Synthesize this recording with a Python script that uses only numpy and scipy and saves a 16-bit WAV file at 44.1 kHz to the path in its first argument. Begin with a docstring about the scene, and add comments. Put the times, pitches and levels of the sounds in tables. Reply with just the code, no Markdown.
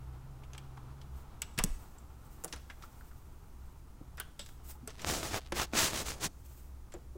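"""Beside a door: keys click in a hand, then one is pushed at the lock of a brass knob and jiggled.
Contacts are noise bursts (tick, clack) plus decaying key modes; knocks and bumps are damped sines.
Something rough scrapes in strokes very close by: random slips and noise in four effort-driven bands,
with short pressure dips as snaps, dry pin ticks and airy noise swells as brushes of skin and sleeve.
Behind are a low wavering hum with its octave, and filtered noise as distant traffic and room floor."""
import sys
import numpy as np
from scipy import signal
from scipy.fft import rfft, irfft
from scipy.io import wavfile

SR = 44100
rng = np.random.default_rng(int(sys.argv[2]) if len(sys.argv) > 2 else 0)


def bounce(signal):
    """Save signal as a 16-bit WAV file at the path given by the first command-line argument."""
    frames = np.transpose(np.atleast_2d(signal))
    limited = np.clip(frames, -1, 1)
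    pcm = np.round(limited * 32767).astype(np.int16)
    wavfile.write(sys.argv[1], SR, pcm)


N = 316289
TIME = np.arange(N) / SR

# scraping strokes: (start/s, attack/s, hold/s, release/s, body level before trim/dB, bass level/dB,
# starting brightness 0-1)
STROKE_TABLE = [(4.971, .03, 0.07, 0.02, -53.5, -52, 0.1), (5.044, .046, .003, 0.17, -32.5, -38.5, 0.8),
                (5.194, 0.042, 0.031, 0.12, -40.5, -47, 0.47), (5.29, 0.06, .028, 0.023, -37, -41, 0),
                (5.531, 0.048, 0.058, 0.026, -34.5, -43.5, 0),
                (5.721, 0.068, 0.021, 0.14, -26, -37.5, 0.56),
                (5.906, 0.042, 0.061, 0.046, -37.5, -43.5, 0.61),
                (6.039, 0.029, 0.033, 0.063, -38.5, -49, 1), (6.124, 0.022, 0.047, 0.026, -57.5, -54, 0.4),
                (6.192, 0.052, 0.0099, 0.032, -33, -42, 1)]


def amp(db):
    """Decibels to gain."""
    return 10 ** (np.asarray(db) / 20)


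def unit(x):
    """Scales to rms 1."""
    return x / np.sqrt(np.mean(x ** 2) + 1e-20)


def read(points, hz):
    """Interpolates a (f/Hz, value) table on a log-frequency axis."""
    f, value = np.transpose(points)
    return np.interp(np.log(hz + 1), np.log(f + 1), value)


def add(mix, start_s, sound):
    """Mixes a sound in at start_s."""
    part = mix[max(round(start_s * SR), 0):][:len(sound)]
    part += sound[:len(part)]


def shaped(x, gain):
    """Filters x by a gain that is a function of frequency; rms 1."""
    f = np.fft.rfftfreq(len(x), 1 / SR)
    return unit(irfft(rfft(x) * gain(f), len(x)))


def noise(spectrum):
    """Steady noise with the given spectrum; rms 1."""
    return shaped(rng.standard_normal(N), lambda f: amp(read(spectrum, f)))


def drift(rate_hz):
    """Random wander, low-passed near rate_hz; rms 1."""
    return shaped(rng.standard_normal(N), lambda f: 1 / (1 + (f / rate_hz) ** 4))


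def resonance(f, hz, q):
    """Complex response of one resonance, about 1 at its centre."""
    return 1 / (1 + 1j * q * ((f + 1) / hz - hz / (f + 1)))


def burst(t, gain, t60_s, hold_s):
    """Many close modes as filtered noise: fast rise, short hold, exponential decay."""
    shape = amp(-60 * np.maximum(t - hold_s, 0) / t60_s) * (1 - np.exp(-t / 0.00074))
    hiss = shaped(rng.standard_normal(len(t)), gain)
    return unit(hiss * shape) * np.sqrt(np.mean(shape ** 2))


def keys(splash=0.27, splash_growth=0.86, tick_t60_s=0.012, tick_hold_s=0.00039, clack_hold_s=0.00019):
    """Each contact is a bright tick that rebounds, a clack of the bunch and a faint modal ring."""
    # metal contacts: (t/s, tick level/dB, tick f/Hz, clack level/dB, clack f/Hz, clack Q, looseness 0-1)
    contacts = [(0.435, -74, 6940, -55, 2800, 2.3, 0.3), (0.533, -45.5, 6500, -47.5, 3470, 0.78, 0.16),
                (0.547, -68, 5000, -48, 1890, 0.85, 0.33), (0.579, -41.5, 8000, -44, 3140, 3, 0.26),
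                (0.7723, -62, 7140, -44.5, 850, 2.1, 0.23), (1.0138, -75, 6500, -53, 3400, 1.5, 0.33),
                (1.4186, -23, 7800, -36, 2860, 1.1, 0.41), (1.577, -52, 7000, -36, 2480, 0.43, 0.73),
                (1.5875, -22.5, 8900, -26, 2460, 2.2, 0.29), (1.593, -32, 5000, -32.5, 1090, 2.5, 0.57),
                (1.638, -15.5, 8900, -25.5, 900, .25, 0), (1.9835, -52, 7650, -51, 7600, 20, 0.15),
                (2.438, -34.5, 7000, -46.5, 700, 1.2, 0.77), (2.4449, -25, 9500, -41.5, 674, 1.3, 0.67),
                (2.478, -47, 8050, -52, 5000, 0.53, .5), (2.5255, -33.5, 5940, -38.5, 2820, 1.2, 0.46),
                (2.531, -45, 3900, -56, 5900, 9, 0.9), (2.535, -38.5, 6100, -42.5, 1120, 1.6, 0.47),
                (2.561, -45, 9600, -51.5, 1600, 0.45, 0.76), (2.699, -72, 4300, -42, 1830, 2.5, 0.48),
                (2.823, -59, 5700, -51, 2760, 0.61, 0.58), (2.837, -66, 5200, -42, 1250, 4.8, 0.2),
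                (3.008, -78, 5000, -51.5, 1480, 5.1, 0.34), (3.112, -76, 5000, -56, 1370, 3.9, 0.5),
                (4.172, -46, 12500, -56, 4000, 0.91, .4), (4.1787, -61, 7500, -45.5, 1660, 2, 0.7),
                (4.1993, -29.5, 9300, -37, 1530, 2.8, .5), (4.1998, -29.5, 12800, -44.5, 3070, 9, 0.71),
                (4.3929, -38.5, 8240, -43.5, 3600, 4.6, 1), (4.412, -53, 7940, -56, 3780, 3, 1),
                (4.461, -47, 7860, -52, 3850, 0.67, 0.5), (4.4891, -54, 7900, -47.5, 1920, 1, 0.1),
                (4.875, -31, 8100, -47.5, 1480, 0.34, 0.92), (4.903, -51, 8000, -49, 3000, 0.63, 0.4),
                (4.993, -60, 4500, -44, 2390, 1.7, 0.35), (5.018, -39, 7500, -43.5, 3500, .7, .3),
                (5.5212, -35, 10000, -27.5, 910, .4, 0.22), (5.7346, -51, 5000, -20, 900, 0.65, 0),
                (6.9208, -52, 7700, -56, 2500, .5, 1), (6.939, -40.5, 7250, -44.5, 574, 0.83, 0.66)]
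    # modes of the keys: (f/Hz, relative level/dB, t60/s)
    key_modes = [(1350, -3, 0.16), (1458, -3, .08), (1660, -6, .1), (2150, -6, 0.071), (3180, -8, 0.067),
                 (3380, -6, 0.15), (4370, -11, 0.17), (5000, -2, 0.11), (5469, -7, .12), (6360, -17, .18),
                 (7700, 5, 0.13), (9000, -7, 0.19), (9900, 6, 0.075), (12840, -12, .13)]
    # colour of the bunch: (f/Hz, level/dB)
    metal_colour = [(400, 12.5), (1000, 5.5), (1550, 7), (2100, 2), (3200, 2.5), (4300, 0.5), (5900, 3),
                    (7800, 0), (8700, -4.5), (9600, -3), (11500, -4.5), (12700, -9), (14000, -8),
                    (16000, -6.5)]
    # a looser bunch clacks longer and rings more, relative to its clack
    gripped_t60_s, loose_t60_s = 0.0096, 0.14
    gripped_ring_db, loose_ring_db = -32, -4
    rebound_s, rebound_db = .0068, -13
    overtone_ratio, overtone_db = 1.68, -6
    tick_q, ring_q = 28, .9

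    ticks, bodies = np.zeros(N), np.zeros(N)
    t = np.arange(SR // 2) / SR
    for s, tick_db, tick_hz, clack_db, clack_hz, clack_q, loose in contacts:
        clack_t60_s = np.interp(loose, [0, 1], [gripped_t60_s, loose_t60_s])
        ring_db = clack_db + np.interp(loose, [0, 1], [gripped_ring_db, loose_ring_db])
        spread = splash * amp(splash_growth * (tick_db + 21))  # harder contacts spread wider in pitch

        def tick_gain(f):
            """Two narrow partials on a broad skirt, coloured by the metal."""
            first = abs(resonance(f, tick_hz, tick_q))
            overtone = amp(overtone_db) * abs(resonance(f, overtone_ratio * tick_hz, tick_q))
            skirt = spread * abs(resonance(f, tick_hz, 1.0)) ** 2
            return amp(read(metal_colour, f)) * (first + overtone + skirt)

        def clack_gain(f):
            """One resonance with a treble roll-off, coloured by the metal."""
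            rolloff = 1 + (f / (11.0 * clack_hz + 3000)) ** 3
            return amp(read(metal_colour, f)) * resonance(f, clack_hz, clack_q) / rolloff

        tick = burst(t, tick_gain, tick_t60_s, tick_hold_s)
        clack = burst(t, clack_gain, clack_t60_s, clack_hold_s)
        # modes nearest the clack's pitch answer most; place of contact varies level and sign
        ring = np.zeros(len(t))
        for hz, db, t60_s in key_modes:
            vary_db, side = rng.standard_normal(2)
            decay = amp(db + vary_db - 60 * t / t60_s)
            answer = abs(resonance(hz, clack_hz, ring_q)) * np.sign(side)
            ring += answer * decay * np.sin(2 * np.pi * hz * t)
        add(ticks, s, amp(tick_db) * tick)
        add(ticks, s + rebound_s, amp(tick_db + rebound_db) * tick)
        add(bodies, s, amp(clack_db) * clack + amp(ring_db) * ring)
    return ticks, bodies


def pins(pitch_hz=3800, spread_db=20, hits_per_s=500):
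    """Tiny dry damped-sine ticks of uneven strength as the key feels for the keyway."""
    # key teeth catching at the keyway: (from/s, to/s, ceiling/dB)
    spells = [(4.89, 5.045, -33.5), (5.39, 5.5, -32.5), (5.655, 5.72, -40)]
    ceiling = sum(amp(db) * (TIME > start) * (TIME < end) for start, end, db in spells)
    strength = ceiling * amp(-spread_db * rng.random(N) ** .5)
    hits = strength * (rng.random(N) < hits_per_s / SR)
    t = np.arange(256) / SR
    tick = np.exp(-t / 0.0001) * np.sin(2 * np.pi * pitch_hz * t + np.pi / 6)
    return signal.oaconvolve(hits, tick)[:N]


def knocks(thud_db=-9, thud_t60_s=0.14, thud_hold_s=0.00093):
    """Each blow swings one damped mode; higher ones also stir an upper mode and a panel thud."""
    # dull knocks of the door, bumps of the hand: (t/s, level/dB, f/Hz, t60/s)
    blows = [(1.581, -15.5, 137, 0.021), (1.589, -34.5, 473, 0.079), (1.605, -10.5, 30.3, 0.056),
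             (1.635, -20, 22, 0.2), (1.6411, -15.5, 175, 0.023), (1.644, -37.5, 287, 0.13),
             (1.698, -17.5, 27.5, 0.15), (2.447, -49, 332, 0.17), (2.527, -45, 332, 0.046),
             (4.0106, -36.5, 295, 0.048), (4.395, -43, 574, 0.052), (4.752, -53, 855, 0.085),
             (4.829, -44.5, 245, 0.15), (4.876, -42, 435, 0.087), (5.523, -29.5, 349, 0.086),
             (5.735, -24.5, 217, 0.04), (6.258, -25, 167, 0.036), (6.946, -40, 352, 0.11),
             (6.963, -46.5, 488, .08), (7.155, -39.5, 366, 0.092)]
    # panel colour: (f/Hz, density/dB per Hz)
    panel_colour = [(60, 18), (250, 14), (420, 3), (700, -3), (1100, -6), (2500, -29.5), (8000, -50)]
    upper_ratio, upper_db = 1.5, -10  # the door panel's second mode
    out, t = np.zeros(N), np.arange(SR // 3) / SR
    for s, db, hz, t60_s in blows:
        panel_share = min(hz / 350, 1) ** 2  # low bumps hardly stir the panel
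        upper = amp(upper_db) * np.sin(2 * np.pi * upper_ratio * hz * t)
        swing = np.sin(2 * np.pi * hz * t) + panel_share * upper
        mode = amp(-60 * t / t60_s) * swing * (1 - np.exp(-2 * t * hz))
        thud = burst(t, lambda f: amp(read(panel_colour, f)), thud_t60_s, thud_hold_s)
        add(out, s, amp(db) * (mode + amp(thud_db) * panel_share * thud))
    return out


def effort(start_s, attack_s, hold_s, release_s):
    """Effort of one stroke, 0-1: it builds, holds and lets go."""
    corners_s = start_s + np.cumsum([0, attack_s, hold_s, release_s])
    return np.interp(TIME, corners_s, [0, 1, 1, 0])


def scrape(grains_per_s=2500, flutter_db=1.16, body_db=-1.83, fizz_db=-10.5):
    """One-sided slips and rubbing noise; light effort gives mostly bass, full effort adds fizz."""
    # (f/Hz, density/dB per Hz)
    scrape_colour = [(35, -6), (60, -0.5), (91, -4.5), (172, -8.5), (262, -9), (330, -7), (503, -8),
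                     (651, -6), (1040, -5.5), (1250, -3.5), (1470, -6), (6000, -9.5), (12400, -16),
                     (14900, -16), (16000, -16)]
    # (f/Hz, width/Hz, level/dB)
    scrape_modes = [(3100, 100, -24), (3720, 42, -24), (4840, 90, -11), (5200, 55, -6), (5900, 90, -4),
                    (6700, 380, -6.5), (7700, 1000, -13)]
    bass_power, body_power, fizz_power = 0.6, 1.42, 1.47  # band gain = effort ** power
    brighten_per_s = 2.5  # a stroke turns brighter as it goes on
    waver_db, waver_hz = 0.46, 28  # each band wavers on its own

    slip_size = amp(4 * np.minimum(rng.exponential(1, N), 3))
    slips = -slip_size * (rng.random(N) < grains_per_s / SR)
    drive = .55 * unit(slips - slips.mean()) + rng.standard_normal(N)
    drive *= amp(flutter_db * drift(90))

    def colour(f):
        """Broad spectrum with the modes on top."""
        modes = sum(amp(db) * resonance(f, hz, hz / width) for hz, width, db in scrape_modes)
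        return amp(read(scrape_colour, f)) * abs(1 + modes)

    drive = shaped(drive, colour)
    low = lambda f: 1 / (1 + (f / 650) ** 4)
    high = lambda f: 1 - 1 / (1 + (f / 9700) ** 10)
    tilted = lambda f, slope: (1 - low(f) - high(f)) * (f / 4000 + .01) ** slope
    bass_band, fizz_band = shaped(drive, low), shaped(drive, high)
    dull_band = shaped(drive, lambda f: tilted(f, -.25))
    bright_band = shaped(drive, lambda f: tilted(f, .35))

    power = np.zeros((4, N))
    for start, attack, hold, release, level_db, bass_db, brightness in STROKE_TABLE:
        push = effort(start, attack, hold, release)
        on = push > 0
        bright = np.clip(brightness + brighten_per_s * (TIME[on] - start - attack), 0, 1)
        bass = amp(bass_db) * push[on] ** bass_power
        body = amp(level_db + body_db) * push[on] ** body_power
        fizz = amp(level_db + fizz_db) * push[on] ** fizz_power
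        power[:, on] += np.square([bass, (1 - bright) * body, bright * body, fizz])
    bands = bass_band, dull_band, bright_band, fizz_band
    return sum(band * np.sqrt(p) * amp(waver_db * drift(waver_hz)) for band, p in zip(bands, power))


def snaps(width_s=.000045, grit_per_s=34, grit_db=-20, grit_spread_db=7):
    """Each snap is one short dip of pressure; lesser ones come by chance, more often under effort."""
    # loudest catches of grit: (t/s, peak/dB)
    loud_catches = [(5.0467, -14), (5.0853, -18), (5.0991, -18), (5.344, -17), (5.5988, -13),
                    (5.7526, -16.5), (5.8312, -17), (5.9336, -18)]
    push = sum(effort(*row[:4]) * amp(row[4]) for row in STROKE_TABLE)
    push = np.minimum(push / amp(-34), 1)
    grit = amp(grit_db - grit_spread_db * rng.random(N))
    catches = grit * (rng.random(N) < grit_per_s * push ** 2 / SR)
    for s, db in loud_catches:
        add(catches, s, amp([db]))
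    t = np.arange(-SR // 200, SR // 200) / SR
    dip = -1 / (1 + (t / width_s) ** 2)
    return signal.oaconvolve(catches, dip, "same")


def brushes(trim_db=-11.5, flutter_db=2.4, flutter_hz=22):
    """Airy noise in Gaussian swells as skin and sleeve slide."""
    # soft brushes: (middle/s, level before trim/dB, Gaussian sigma/s)
    strokes = [(1.18, -55, 0.036), (1.788, -53.5, 0.13), (2.4, -54.5, 0.16), (2.98, -54, 0.19),
               (3.6, -63.5, 0.18), (4.487, -53, 0.051), (4.702, -39.5, 0.03), (6.54, -51, 0.12)]
    # (f/Hz, density/dB per Hz)
    brush_colour = [(1000, -6), (4000, -11.5), (6000, -8), (8000, -3.5), (11000, -10), (14300, -1.5),
                    (16000, -6)]
    swell = sum(amp(db) * np.exp(-.5 * ((TIME - s) / sigma) ** 2) for s, db, sigma in strokes)
    return noise(brush_colour) * swell * amp(trim_db + flutter_db * drift(flutter_hz))


def hum(base_hz=65.07, waver=0.0219, wander_db=2.5):
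    """Sine of wavering pitch that swells about twice a second, and an octave that dies down early."""
    # mean level of the fundamental: (t/s, level/dB)
    hum_level = [(0, -51.5), (1.2, -49), (2.9, -56), (5.5, -52), (7.17, -52)]
    beat_hz, beat_db, crest_s = 1.98, 3.5, 3.61
    octave_loud_db, octave_quiet_db = -50, -68
    octave_drop_s, octave_fade_s = 0.97, 0.47
    phase = 2 * np.pi * np.cumsum(base_hz * (1 + waver * drift(7.36))) / SR
    beat = np.cos(2 * np.pi * beat_hz * (TIME - crest_s))
    level_db = np.interp(TIME, *np.transpose(hum_level)) + beat_db * beat + wander_db * drift(7.6)
    fade_s = [octave_drop_s, octave_drop_s + octave_fade_s]
    octave_db = np.interp(TIME, fade_s, [octave_loud_db, octave_quiet_db]) + 2.6 * drift(27)
    return amp(level_db) * np.sin(phase) + amp(octave_db) * np.sin(2 * phase)


def traffic(far_db=-68.5, pass_s=0.99, pass_half_s=1.44, pass_db=-60.5):
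    """Steady wash of noise plus one distant vehicle going by, its level falling with distance."""
    # (f/Hz, density/dB per Hz)
    traffic_colour = [(100, 3.5), (300, 2.5), (600, -5.5), (850, 2), (1080, -2), (1300, -1), (1700, -12.5),
                      (4000, -19), (9000, -35.5)]
    passing = amp(pass_db) / np.hypot(1, (TIME - pass_s) / pass_half_s)
    return noise(traffic_colour) * np.hypot(amp(far_db), passing) * amp(1.3 * drift(13.0))


def floor(level_db=-52):
    """Room rumble and hiss: coloured noise, almost steady."""
    # (f/Hz, density/dB per Hz)
    floor_colour = [(20, 0.5), (35, 0), (80, -6), (130, -9.5), (180, -17), (350, -22.5), (520, -31),
                    (850, -32), (1300, -40), (1800, -39.5), (3500, -45), (6500, -41), (11000, -44),
                    (16000, -44)]
    return noise(floor_colour) * amp(level_db + 0.17 * drift(20.0))


def room(x):
    """Diffuse tail: noise of unit energy, each band dying at its own speed."""
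    # (f/Hz, t60/s)
    decay_times = [(100, 0.61), (1000, 0.52), (3000, 0.51), (7000, 0.73), (15000, 0.35)]
    hz, t, z = signal.stft(rng.standard_normal(SR), SR, nperseg=256)
    decay = amp(-60 * t / read(decay_times, hz)[:, None])
    tail = signal.istft(z * decay, SR, nperseg=256)[1]
    return signal.fftconvolve(x, tail / np.linalg.norm(tail))[:N]


def scene(ticks_room_db=-21, keys_room_db=-13, scrape_room_db=-32):
    """The keys sound into the room; the scraping is too close to stir it much."""
    ticks, bodies = keys()
    rubbing = scrape() + snaps() + pins()
    sends = amp(ticks_room_db) * ticks + amp(keys_room_db) * bodies + amp(scrape_room_db) * rubbing
    close = ticks + bodies + rubbing + knocks() + brushes()
    return (close + room(sends) + hum() + traffic() + floor())[None]


def record(dry, edge_hz=15900):
    """Band limit: linear-phase low-pass."""
    lowpass = signal.firwin(511, edge_hz, window=("kaiser", 9), fs=SR)
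    return signal.oaconvolve(dry, lowpass[None], "same")


dry = scene()
out = record(dry)
bounce(out)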